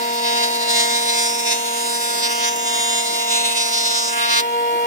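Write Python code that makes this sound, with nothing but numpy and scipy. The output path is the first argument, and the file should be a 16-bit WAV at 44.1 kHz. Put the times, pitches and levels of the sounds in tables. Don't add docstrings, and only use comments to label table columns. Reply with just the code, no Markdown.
import sys
import numpy as np
from scipy import signal
from scipy.io import wavfile
from scipy.ndimage import uniform_filter1d

SR = 44100
rng = np.random.default_rng(int(sys.argv[2]) if len(sys.argv) > 2 else 0)


def field_ratio(decibels):
    return 10 ** (np.asarray(decibels, dtype=float) / 20)


def generate_wav(signal):
    frames = np.transpose(np.atleast_2d(signal))
    scaled = np.clip(frames, -1, 1) * 32767
    pcm = np.round(scaled).astype(np.int16)
    wavfile.write(sys.argv[1], SR, pcm)


N = 214406
STEP = 256

CUT_END_S, RING_DB_PER_S = 4.403, 1600
ROOM_DB, ROOM_DB_PER_S = -14, 250
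BITE_HZ, RISE_S, FALL_S = 3960, 0.035, 0.058
HUM_BITE_HZ, BARE_S, LIFT_S, LIFT_RAMP_S = 1700, 0.2, 4.52, 0.025
DIP_HZ, TONE_HZ, DIP_FADE_S = 324, 150, 0.019
RUSH_SAG_DB_PER_S, RUSH_BARE_DB = -0.52, -0.5
LOW_CUT_HZ, EDGE_HZ = 60, 15730

# time in seconds, knife strike rate in Hz.
SPEED = [(0.13, 236.27), (0.43, 236.55), (0.62, 236.16), (0.81, 236.44), (1.07, 236.13), (1.41, 235.97),
         (1.52, 236.23), (1.75, 235.75), (2.3, 235.8), (2.49, 236.47), (2.62, 236.05), (2.9, 236.2),
         (3.11, 235.61), (3.44, 235.84), (3.55, 235.52), (3.98, 235.55), (4.34, 234.98), (4.51, 236.6),
         (4.74, 236.7)]
# start level in dB, sag under the board in dB per second, share of the bite's dB,
# level once bare in dB, level once the board is lifted in dB.
HUM = [(-39.5, -1.12, 0.19, -47, -51), (-32, -1, 0.093, -31, -26), (-32, 0.07, 0.59, -36.5, -34),
       (-23, -0.26, 0.29, -23.5, -21)]
HUM_LEAD_RAD = [.4, .75, 1.5, 2.15]
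BARE_TURN_RAD = [0.48, 2.46, 2.3, 0.19]
# time in seconds, level change in dB.
HUM_SWELL = [(0, 0), (.4, 0), (.8, -1), (1.3, -1.5), (1.46, -2.5), (1.9, -0.5), (2.06, -2), (2.47, -2),
             (2.55, -1), (2.75, -2.5), (3.15, -3), (3.4, -1.5), (3.55, -3.5), (3.9, -3), (4.2, -3.5),
             (4.4, -3)]
# order, left level in dB, right level in dB, left lead in radians.
STRIKE = [(5, -41, -41, 3.0), (6, -38, -37, -3.1), (7, -41, -42, -1.7), (8, -43, -44, -1.3),
          (9, -40, -37, -0.3), (10, -39, -37, -2.5), (11, -42, -38, 0.8), (12, -41, -37, 1.7),
          (13, -40, -33, -2.2), (14, -39, -39, -1.7), (15, -38, -38, 0.5), (16, -32, -32, 2.1),
          (17, -31, -32, 2.5), (18, -35, -36, 3.1), (19, -38, -39, -2.2), (20, -36, -36, 0.5),
          (21, -35, -35, 0.4), (22, -36, -35, 0.8), (23, -37, -34, 0.8), (24, -39, -35, 1.1),
          (25, -40, -37, 0.2), (26, -41, -38, 0.7), (27, -42, -40, -1.4), (28, -38, -37, -2.0),
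          (29, -42, -40, -0.1), (30, -39, -38, -0.6), (31, -44, -44, -1.2), (32, -43, -43, -0.4),
          (33, -45, -43, -2.6), (34, -41, -40, -0.5), (35, -41, -39, -0.7), (36, -44, -41, 0.2),
          (37, -45, -41, 0.3), (38, -44, -39, 0.6), (39, -44, -41, 1.2), (40, -44, -40, 1.6),
          (41, -48, -45, 2.1), (42, -47, -45, 2.3), (43, -48, -46, 2.2), (44, -49, -46, 2.4)]
# order, left in dB, right in dB, left lead in radians.
STRIKE_TOP = [(41.57, -47.5, -42, 2.46), (47.3, -51.5, -56, 2), (52, -57, -51, 2.7), (55.3, -55, -63, 6.9),
              (60, -68, -56, 5.6), (65.9, -62, -57, 7.2)]
# time in seconds, dB over the average strike,
# tilt about BITE_HZ in dB per octave.
BITE = [(0.0, -9, -3), (0.3, -7, 0.55), (0.6, -4.5, -0.2), (1.0, -2, 0.8), (1.4, -2.5, 1.2), (1.9, -5.5, 2),
        (2.35, -2.1, 0.8), (2.55, -4.5, 1), (3.1, -2, -0.8), (3.7, -0.7, 0.3), (4.1, -3.5, -0.3),
        (4.4, 0.5, 0.7)]
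# start in seconds, length in seconds, gain in dB, centre in Hz,
# width in octaves.
SHOVES = [(0.219, 0.25, 8, 2360, 1.24), (0.421, 0.067, 8.5, 6200, 3.3), (0.675, 0.086, 10, 5140, 3),
          (0.728, 0.16, 9, 4770, 1.6), (0.864, 0.15, 5, 4570, 1.4), (1.059, 0.17, 5.5, 3580, 0.88),
          (1.163, 0.17, 5.5, 5300, 1.4), (1.435, 0.15, 9.5, 3050, 1.07), (1.764, 0.49, 3, 7690, 0.86),
          (2.193, 0.12, 8.5, 3900, 0.68), (2.397, 0.15, 8, 2900, 0.96), (2.642, 0.395, 6.5, 2830, 1.2),
          (3.28, 0.24, 6, 4370, 1.2), (3.548, 0.12, 6.5, 4370, 0.8), (3.714, 0.19, 7, 4450, 0.46),
          (3.851, 0.3, 7.5, 4580, 0.5), (4.128, 0.26, 4.5, 2160, 1.03)]
# frequency in Hz, gain in dB.
BOARD = [(1680, 1.5), (2850, 0), (5620, -1), (8650, 0), (12700, 5)]
# start in seconds, end in seconds,
# first pitch in Hz, last pitch in Hz, gain in dB.
DIPS = [(0, 0.707, 4480, 4320, 9), (-0.5, 0.96, 4500, 9600, -5), (1, 1.1, 9600, 9800, 7.5),
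        (0.5, 1.9, 11400, 11400, -9), (0.5, 2.05, 2400, 3540, -3.5), (1.1, 2.23, 7200, 10700, 3.5),
        (1.1, 2.64, 3650, 8700, -6), (1, 3.7, 1950, 3140, -3.5), (2, 2.435, 2660, 2950, 8),
        (2.45, 3.07, 4300, 4380, -13.5), (1.5, 3.4, 6600, 7200, 5), (2.5, 3.6, 9200, 8850, 3),
        (2.5, 3.8, 10200, 11700, -7.5), (1.5, 3.3, 4770, 8300, -5), (3, 4.1, 1730, 1940, -7.5),
        (4.5, 4.06, 2000, 4200, -7), (3.5, 4.5, 1050, 930, 8.5), (3, 3.8, 7040, 7600, -6),
        (3.28, 3.2, 3100, 2800, 4), (3.5, 4.2, 6070, 5100, 2.5), (0, 1.42, 4100, 5900, 0.5)]
# start in seconds, end in seconds,
# first pitch in Hz, last pitch in Hz, gain in dB.
TONES = [(0.02, 0.7, 4150, 4400, -5), (0.12, 0.43, 5110.0, 5630, 4.5), (0.26, 1.9, 1620, 2700, 5),
         (0.36, 0.63, 3630.0, 3530.0, -7.2), (0.48, 1.04, 5200, 5190.0, -4), (0.66, 1.4, 6500, 6800.0, -4),
         (0.68, 1.56, 2560.0, 3170.0, -8), (0.68, 2.14, 7700, 8160.0, -3), (0.7, 1.1, 9600, 9600, -6),
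         (0.92, 1.16, 3960.0, 4040.0, 7), (1.26, 2.68, 5320, 6250.0, 6), (1.5, 1.7, 4480.0, 4450, 9.5),
         (1.54, 2.9, 1560.0, 1010.0, 4.0), (1.58, 2.46, 3200, 3480.0, 5.5), (1.72, 2.4, 4400.0, 4040, -6),
         (1.9, 2.34, 6560, 7100, -11), (1.92, 3.1, 5840, 7100, 6), (2.02, 3.48, 7830.0, 5840, 4.5),
         (2.3, 2.92, 7670.0, 8520.0, -5), (2.34, 3.08, 4500.0, 4240.0, 6), (2.38, 3.1, 4010.0, 3760.0, -3),
         (2.62, 3.2, 5340, 6150, -3), (2.68, 3.2, 2550.0, 2656, -15), (2.94, 4.14, 8000, 8020.0, 3),
         (3.14, 4.1, 4000, 4400, 4), (3.2, 3.45, 7100.0, 6980.0, 5.5), (3.3, 3.7, 2780, 2530, 4.6),
         (3.5, 4.3, 1320.0, 700.0, -7.5), (3.96, 4.1, 2400, 2240, -4.6), (4.12, 4.2, 3770.0, 3820.0, -11.3)]
# onset in seconds, full at in seconds, centre in Hz, width in Hz, gain in dB.
END_RING = (4.14, 4.22, 4480, 300, 8)
# time in seconds, lag in ms, signed strength (linear).
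TWIN = [(0.0, 0.092, 0.047), (0.3, 0.28, 0.17), (0.68, 0.21, 0.28), (0.8, 0.28, 0.08), (1.3, 0.39, 0.039),
        (1.6, 0.32, 0.38), (1.9, 0.32, -0.33), (2.2, 0.33, -0.72), (2.45, 0.26, -0.39), (2.65, 0.25, 0.31),
        (3.0, 0.25, 0.52), (3.15, 0.22, -0.053), (3.45, 0.19, -0.82), (3.65, 0.18, 0.2), (3.9, 0.12, 0.21),
        (4.06, 0.13, 0.56), (4.2, 0.086, 0.74), (4.35, 0.031, 0.37)]
# order, left level in dB, right level in dB, left lead in radians.
IDLE = [(5, -52, -55, 3.5), (6, -41, -39.5, -2.5), (7, -45, -47, -2.0), (8, -45, -42, -1.2),
        (9, -62, -56, 2), (10, -41, -41.5, 1.4), (12, -43, -40, 1.65), (14, -43, -41.5, 4.5),
        (16, -56, -58, 2.3), (17, -56, -55, 3), (18, -47, -45.5, 3), (20, -57, -56, -3), (22, -58, -50, .2),
        (24, -63, -56, -2), (26, -60, -60, -1), (28, -61, -57, -3.5), (40, -58, -56, -0.2)]
# time in seconds, pitch in Hz, level in dB.
WHISTLE = [(0.0, 674.5, -40), (0.04, 669.5, -35), (0.15, 669.6, -39), (0.38, 665.4, -33),
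           (0.49, 664.5, -37), (0.69, 660.1, -37), (0.82, 667, -33), (0.95, 668.5, -42), (1.26, 668, -39),
           (1.37, 667.4, -43), (1.53, 667, -37), (1.61, 668.5, -42.5), (3.41, 666.0, -38.5),
           (4.13, 667.5, -40), (4.18, 664, -38), (4.45, 663, -42.5), (4.7, 667.6, -40), (4.86, 654.7, -39)]
# order of the whistle, relative level in dB, left lead in radians.
WHISTLE_ORDERS = [(1, 1, 2.21), (2, -13.5, -1.98), (3, -3, -2.1)]
# time in seconds, pitch in Hz, level in dB.
MOTOR_WHINE = [(0.0, 2781.5, -43), (0.13, 2782, -44.5), (0.43, 2779, -33.5), (0.47, 2776.5, -44.5),
               (0.76, 2773, -33.5), (0.84, 2781.5, -40), (1.14, 2782, -47), (1.73, 2780.5, -41),
               (2.1, 2783, -49), (2.23, 2780.5, -42.5), (2.73, 2779, -36.5), (3.65, 2776, -39),
               (4.02, 2780, -44.5), (4.3, 2774, -33), (4.48, 2776.5, -44.5), (4.86, 2780, -39.5)]
# pitch ratio, relative level in dB, left lead in radians.
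MOTOR_WHINE_PARTS = [(1, 3, 1.84), (.7703, -3.5, 0.9)]
# pitch in Hz, level in dB, left lead in radians, width in Hz,
# waver depth (linear).
BELT_WHINE = [(585, -54, 1.45, 18, 0.87)]
# frequency in Hz, density in dB per Hz before sag and patches.
RUMBLE = [(25, -117), (60, -113), (100, -103)]
RUSH = RUMBLE + [(150, -85.5), (220, -73), (500, -71.0), (850, -71), (1300, -76.0), (2500, -72.0),
        (4500, -76.5), (7000, -83), (8600, -81), (9200, -77.5), (10500, -86.0), (13200, -78.5),
        (15500, -82)]
# frequency in Hz, density in dB per Hz before bite and patches.
CHIPS = [(300, -130), (800, -94), (2000, -81), (3300, -82), (4200, -84), (5500, -75), (7000, -77),
         (8000, -80), (10500, -89), (13000, -83), (15500, -83)]
# frequency in Hz, correlation (0 to 1).
LIKENESS = [(100, 0.11), (300, 1), (1300, 0.51), (3000, 0.35), (4200, 0.23), (6500, 0.68), (10500, 0.21),
            (15000, 0.18)]
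# frequency in Hz, lead in radians.
NOISE_LEAD = [(0, 0), (1180, 3.0), (2120, 6.1), (2830, 8.1), (3300, 11), (3780, 14.7), (4250, 15.7),
              (4720, 19.3), (8500, 19), (9700, 21), (11800, 21.9), (13000, 24), (15500, 25.2)]
# start in seconds, level in dB before the noise scaling and high-pass.
SNAPS = [(.047, -27), (.128, -25), (.14, -27), (.155, -26), (.241, -28), (.55, -23), (2.559, -21),
         (3.159, -24), (4.398, -19)]
# start in seconds, level in dB before the rise, pitch in Hz.
KNOCKS = [(4.601, -37, 300), (4.725, -30, 330), (4.749, -25, 360)]


def read(points, hz):
    f, value = np.transpose(points)
    return np.interp(np.log(hz + 1), np.log(f + 1), value)


def drift(shape, seconds):
    width = max(round(seconds * SR / STEP), 1)
    a, b = (uniform_filter1d(uniform_filter1d(rng.standard_normal(shape), width), width) for _ in "ab")
    return (a + 1j * b) / np.sqrt(np.mean(a ** 2 + b ** 2))


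def ports(left_db, right_db, lead_rad):
    half_leads = np.multiply.outer([.5j, -.5j], lead_rad)
    return np.sqrt(2) * field_ratio(np.array([left_db, right_db])) * np.exp(half_leads)


def play(turns, gains):
    at, steps = np.arange(N) / STEP, np.arange(gains.shape[1])
    phase = (2 * np.pi * (turns % 1)).astype(np.float32)
    cos, sin = np.cos(phase), np.sin(phase)
    return np.array([np.interp(at, steps, g.real) * cos - np.interp(at, steps, g.imag) * sin for g in gains])


def bite_db(hz, t):
    s, db, tilt = np.transpose(BITE)
    octaves = np.log2((hz[:, None] + 1) / BITE_HZ)
    out = read(BOARD, hz)[:, None] + np.interp(t, s, db) + octaves * np.interp(t, s, tilt)
    for start, length, shove_db, centre_hz, width_oct in SHOVES:
        if start + length > CUT_END_S - FALL_S:
            length = np.inf
        held = np.clip(np.minimum((t - start) / RISE_S, (start + length - t) / FALL_S), 0, 1)
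        around = np.exp(-.5 * (np.log2((hz + 1) / centre_hz) / width_oct) ** 2)
        out = out + shove_db * np.outer(around, held)
    return out


def dips_db(hz, t):
    out = np.zeros((len(hz), len(t)))
    for rows, width_hz in (DIPS, DIP_HZ), (TONES, TONE_HZ):
        for start, end, from_hz, to_hz, db in rows:
            centre_hz = from_hz + (to_hz - from_hz) * (t - start) / (end - start)
            off = (hz[:, None] - centre_hz) / width_hz
            held = np.clip(np.minimum(t - start, end - t) / DIP_FADE_S, 0, 1)
            out += db * np.exp(-.5 * off ** 2) * held
    return out


def fade(t):
    after, room = np.maximum(t - CUT_END_S, 0), field_ratio(ROOM_DB)
    return (1 - room) * field_ratio(-RING_DB_PER_S * after) + room * field_ratio(-ROOM_DB_PER_S * after)


def hum(t):
    bite = bite_db(np.array([HUM_BITE_HZ]), t)[0]
    swell = np.interp(t, *np.transpose(HUM_SWELL))
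    bare = np.clip((t - CUT_END_S - .03) / BARE_S + 1, 0, 1) ** 2
    lifted = np.clip((t - LIFT_S) / LIFT_RAMP_S, 0, 1)
    levels = []
    for (db, sag, share, bare_db, lifted_db), turn in zip(HUM, BARE_TURN_RAD):
        covered_tone = field_ratio(db + sag * t + share * bite + swell)
        bare_tone = np.exp(1j * turn) * field_ratio(bare_db + (lifted_db - bare_db) * lifted)
        levels.append((1 - bare) * covered_tone + bare * bare_tone)
    return levels


def second_contact(tone_hz, t):
    s, lag_ms, strength = np.transpose(TWIN)
    strength = np.outer(1 / (1 + (tone_hz / 7500) ** 4), np.interp(t, s, strength))
    lag_turns = np.outer(tone_hz, np.interp(t, s, lag_ms)) / 1000
    return (1 + strength * np.exp(-2j * np.pi * lag_turns)) / np.sqrt(1 + strength ** 2)


def end_ring_db(tone_hz, t):
    start, full, ring_hz, width_hz, db = END_RING
    peak = 1 / (1 + (2 * (tone_hz - ring_hz) / width_hz) ** 2)
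    return db * np.outer(peak, np.clip((t - start) / (full - start), 0, 1))


def cutterhead(turns):
    wander, wander_s, apart_hz = .22, 0.078, 7000
    flutter, flutter_s, judder, judder_s = .04, .012, 0.2, .015
    turn_rad, turn_s, turn_hz, smear_rad = .9, .2, 4300, 1.2
    t = np.arange(N // STEP + 2) * STEP / SR

    top = np.transpose(STRIKE_TOP)
    top_orders = np.arange(top[0, 0].round(), top[0, -1].round() + 1)
    top_rows = [top_orders] + [np.interp(top_orders, top[0], c) for c in top[1:]]
    order, *strike = np.hstack([np.transpose(STRIKE), top_rows])
    order = order.round().astype(int)
    tone_hz = order * np.transpose(SPEED)[1].mean()

    smear = np.exp(1j * np.cumsum(smear_rad * rng.standard_normal(len(order))))
    shape = (2, len(order), len(t))
    paths = drift(shape, wander_s)
    alike = np.exp(-(tone_hz[:, None] / apart_hz) ** 2)
    paths[1] = alike * paths[0] + np.sqrt(1 - alike ** 2) * paths[1]
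    chance = 1 + wander * paths + flutter * drift(shape, flutter_s)
    chance /= np.sqrt(1 + wander ** 2 + flutter ** 2)
    chance *= (1 + judder * drift(len(t), judder_s).real) * fade(t)
    high = 1 / (1 + (turn_hz / tone_hz[:, None]) ** 6)
    chance *= np.exp(1j * turn_rad * drift(shape, turn_s).real * high)

    gains = np.zeros((2, order[-1] + 1, len(t)), complex)
    level = field_ratio(bite_db(tone_hz, t) + dips_db(tone_hz, t) + end_ring_db(tone_hz, t))
    gains[:, order] = (ports(*strike) * smear)[..., None] * level * second_contact(tone_hz, t) * chance
    for k, (hum_level, lead) in enumerate(zip(hum(t), HUM_LEAD_RAD)):
        gains[:, k + 1] = ports(0, 0, lead)[:, None] * hum_level
    bare = np.clip((t - CUT_END_S) / 0.023, 0, 1)
    for k, *tone in IDLE:
        waver = np.exp(2j * np.pi * rng.random()) * (1 + 0.21 * drift(len(t), 0.049))
        gains[:, round(k)] += ports(*tone)[:, None] * bare * waver
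    return sum(play(k * turns, gains[:, k]) for k in range(1, order[-1] + 1))


def glide(curve, parts, depth=0.27, waver_s=.05):
    s, hz, db = np.transpose(curve)
    turns = np.cumsum(np.interp(np.arange(N) / SR, s, hz)) / SR
    t = np.arange(N // STEP + 2) * STEP / SR
    level = field_ratio(np.interp(t, s, db))
    out = 0
    for ratio, part_db, lead in parts:
        waver = 1 + depth * drift(len(t), waver_s)
        out = out + play(ratio * turns, ports(part_db, part_db, lead)[:, None] * level * waver)
    return out


def motor():
    out = glide(WHISTLE, WHISTLE_ORDERS) + glide(MOTOR_WHINE, MOTOR_WHINE_PARTS)
    for hz, db, lead, width_hz, depth in BELT_WHINE:
        waver = 1 + depth * drift(N // STEP + 2, 1 / width_hz)
        out += play(hz * np.arange(N) / SR, ports(db, db, lead)[:, None] * waver)
    return out


def noise(field_db, patchy_db):
    frames, hz = N // STEP + 5, np.fft.rfftfreq(4 * STEP, 1 / SR)
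    t = np.arange(frames) * STEP / SR
    a, b, c, d, patches = rng.standard_normal((frames, len(hz), 5)).T
    patches = uniform_filter1d(uniform_filter1d(patches, size=14, axis=0), size=10, axis=1)
    same = np.clip(read(LIKENESS, hz), -1, 1)[:, None]
    late = np.exp(-1j * np.interp(hz, *np.transpose(NOISE_LEAD)))[:, None]
    left = a + 1j * b
    right = same * late * left + np.sqrt(1 - same ** 2) * (c + 1j * d)
    overlap = dict(nperseg=4 * STEP, noverlap=3 * STEP)
    plain_rms = signal.istft(left, **overlap)[1].std()
    z = np.array([left, right]) * field_ratio(field_db(hz, t) + patchy_db * patches / patches.std())
    return signal.istft(z, **overlap)[1][:, :N] * np.sqrt(SR / 2) / plain_rms


def rush():
    def field_db(hz, t):
        sag = RUSH_SAG_DB_PER_S * (t - CUT_END_S / 2)
        return read(RUSH, hz)[:, None] + np.where(t < CUT_END_S, sag, RUSH_BARE_DB)
    return noise(field_db, patchy_db=1.6)


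def chips(turns, follow=0.038, burst_strikes=1.0, bed=1.0):
    gate = bed + np.exp(-(turns % 1) / burst_strikes)
    hiss = noise(lambda hz, t: read(CHIPS, hz)[:, None] + follow * bite_db(hz, t), patchy_db=2.5)
    return hiss * gate / np.sqrt(np.mean(gate ** 2)) * fade(np.arange(N) / SR)


def snaps(t60_s=0.33, low_hz=6000):
    out, t = np.zeros((2, N)), np.arange(600) / SR
    cracks = rng.standard_normal((len(SNAPS), 2, len(t))) / 2
    for (s, db), crack in zip(SNAPS, cracks):
        at = round(s * SR)
        out[:, at:at + len(t)] += field_ratio(db - 60 * t / t60_s) * crack
    return signal.sosfilt(signal.butter(2, low_hz, "high", fs=SR, output="sos"), out)


def knocks(t60_s=0.062, rise_s=0.0041):
    out = np.zeros(N)
    for s, db, hz in KNOCKS:
        t = np.maximum(np.arange(N) / SR - s, 0)
        out += field_ratio(db - 60 * t / t60_s) * (1 - np.exp(-t / rise_s)) * np.sin(2 * np.pi * hz * t)
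    return out


def scene():
    s, hz = np.transpose(SPEED)
    turns = np.cumsum(np.interp(np.arange(N) / SR, s, hz)) / SR
    machine_air = rush()
    return cutterhead(turns) + motor() + machine_air + chips(turns) + knocks() + snaps()


def roll_off(x):
    return signal.sosfilt(signal.butter(12, 15970, fs=SR, output="sos"), x)


def record(dry):
    low_cut = signal.butter(2, LOW_CUT_HZ, "high", fs=SR, output="sos")
    edge = signal.firwin(511, EDGE_HZ, window=("kaiser", 9), fs=SR)
    mix = signal.oaconvolve(signal.sosfilt(low_cut, dry), edge[None], "same")
    return roll_off(mix)


dry = scene()
out = record(dry)
generate_wav(out)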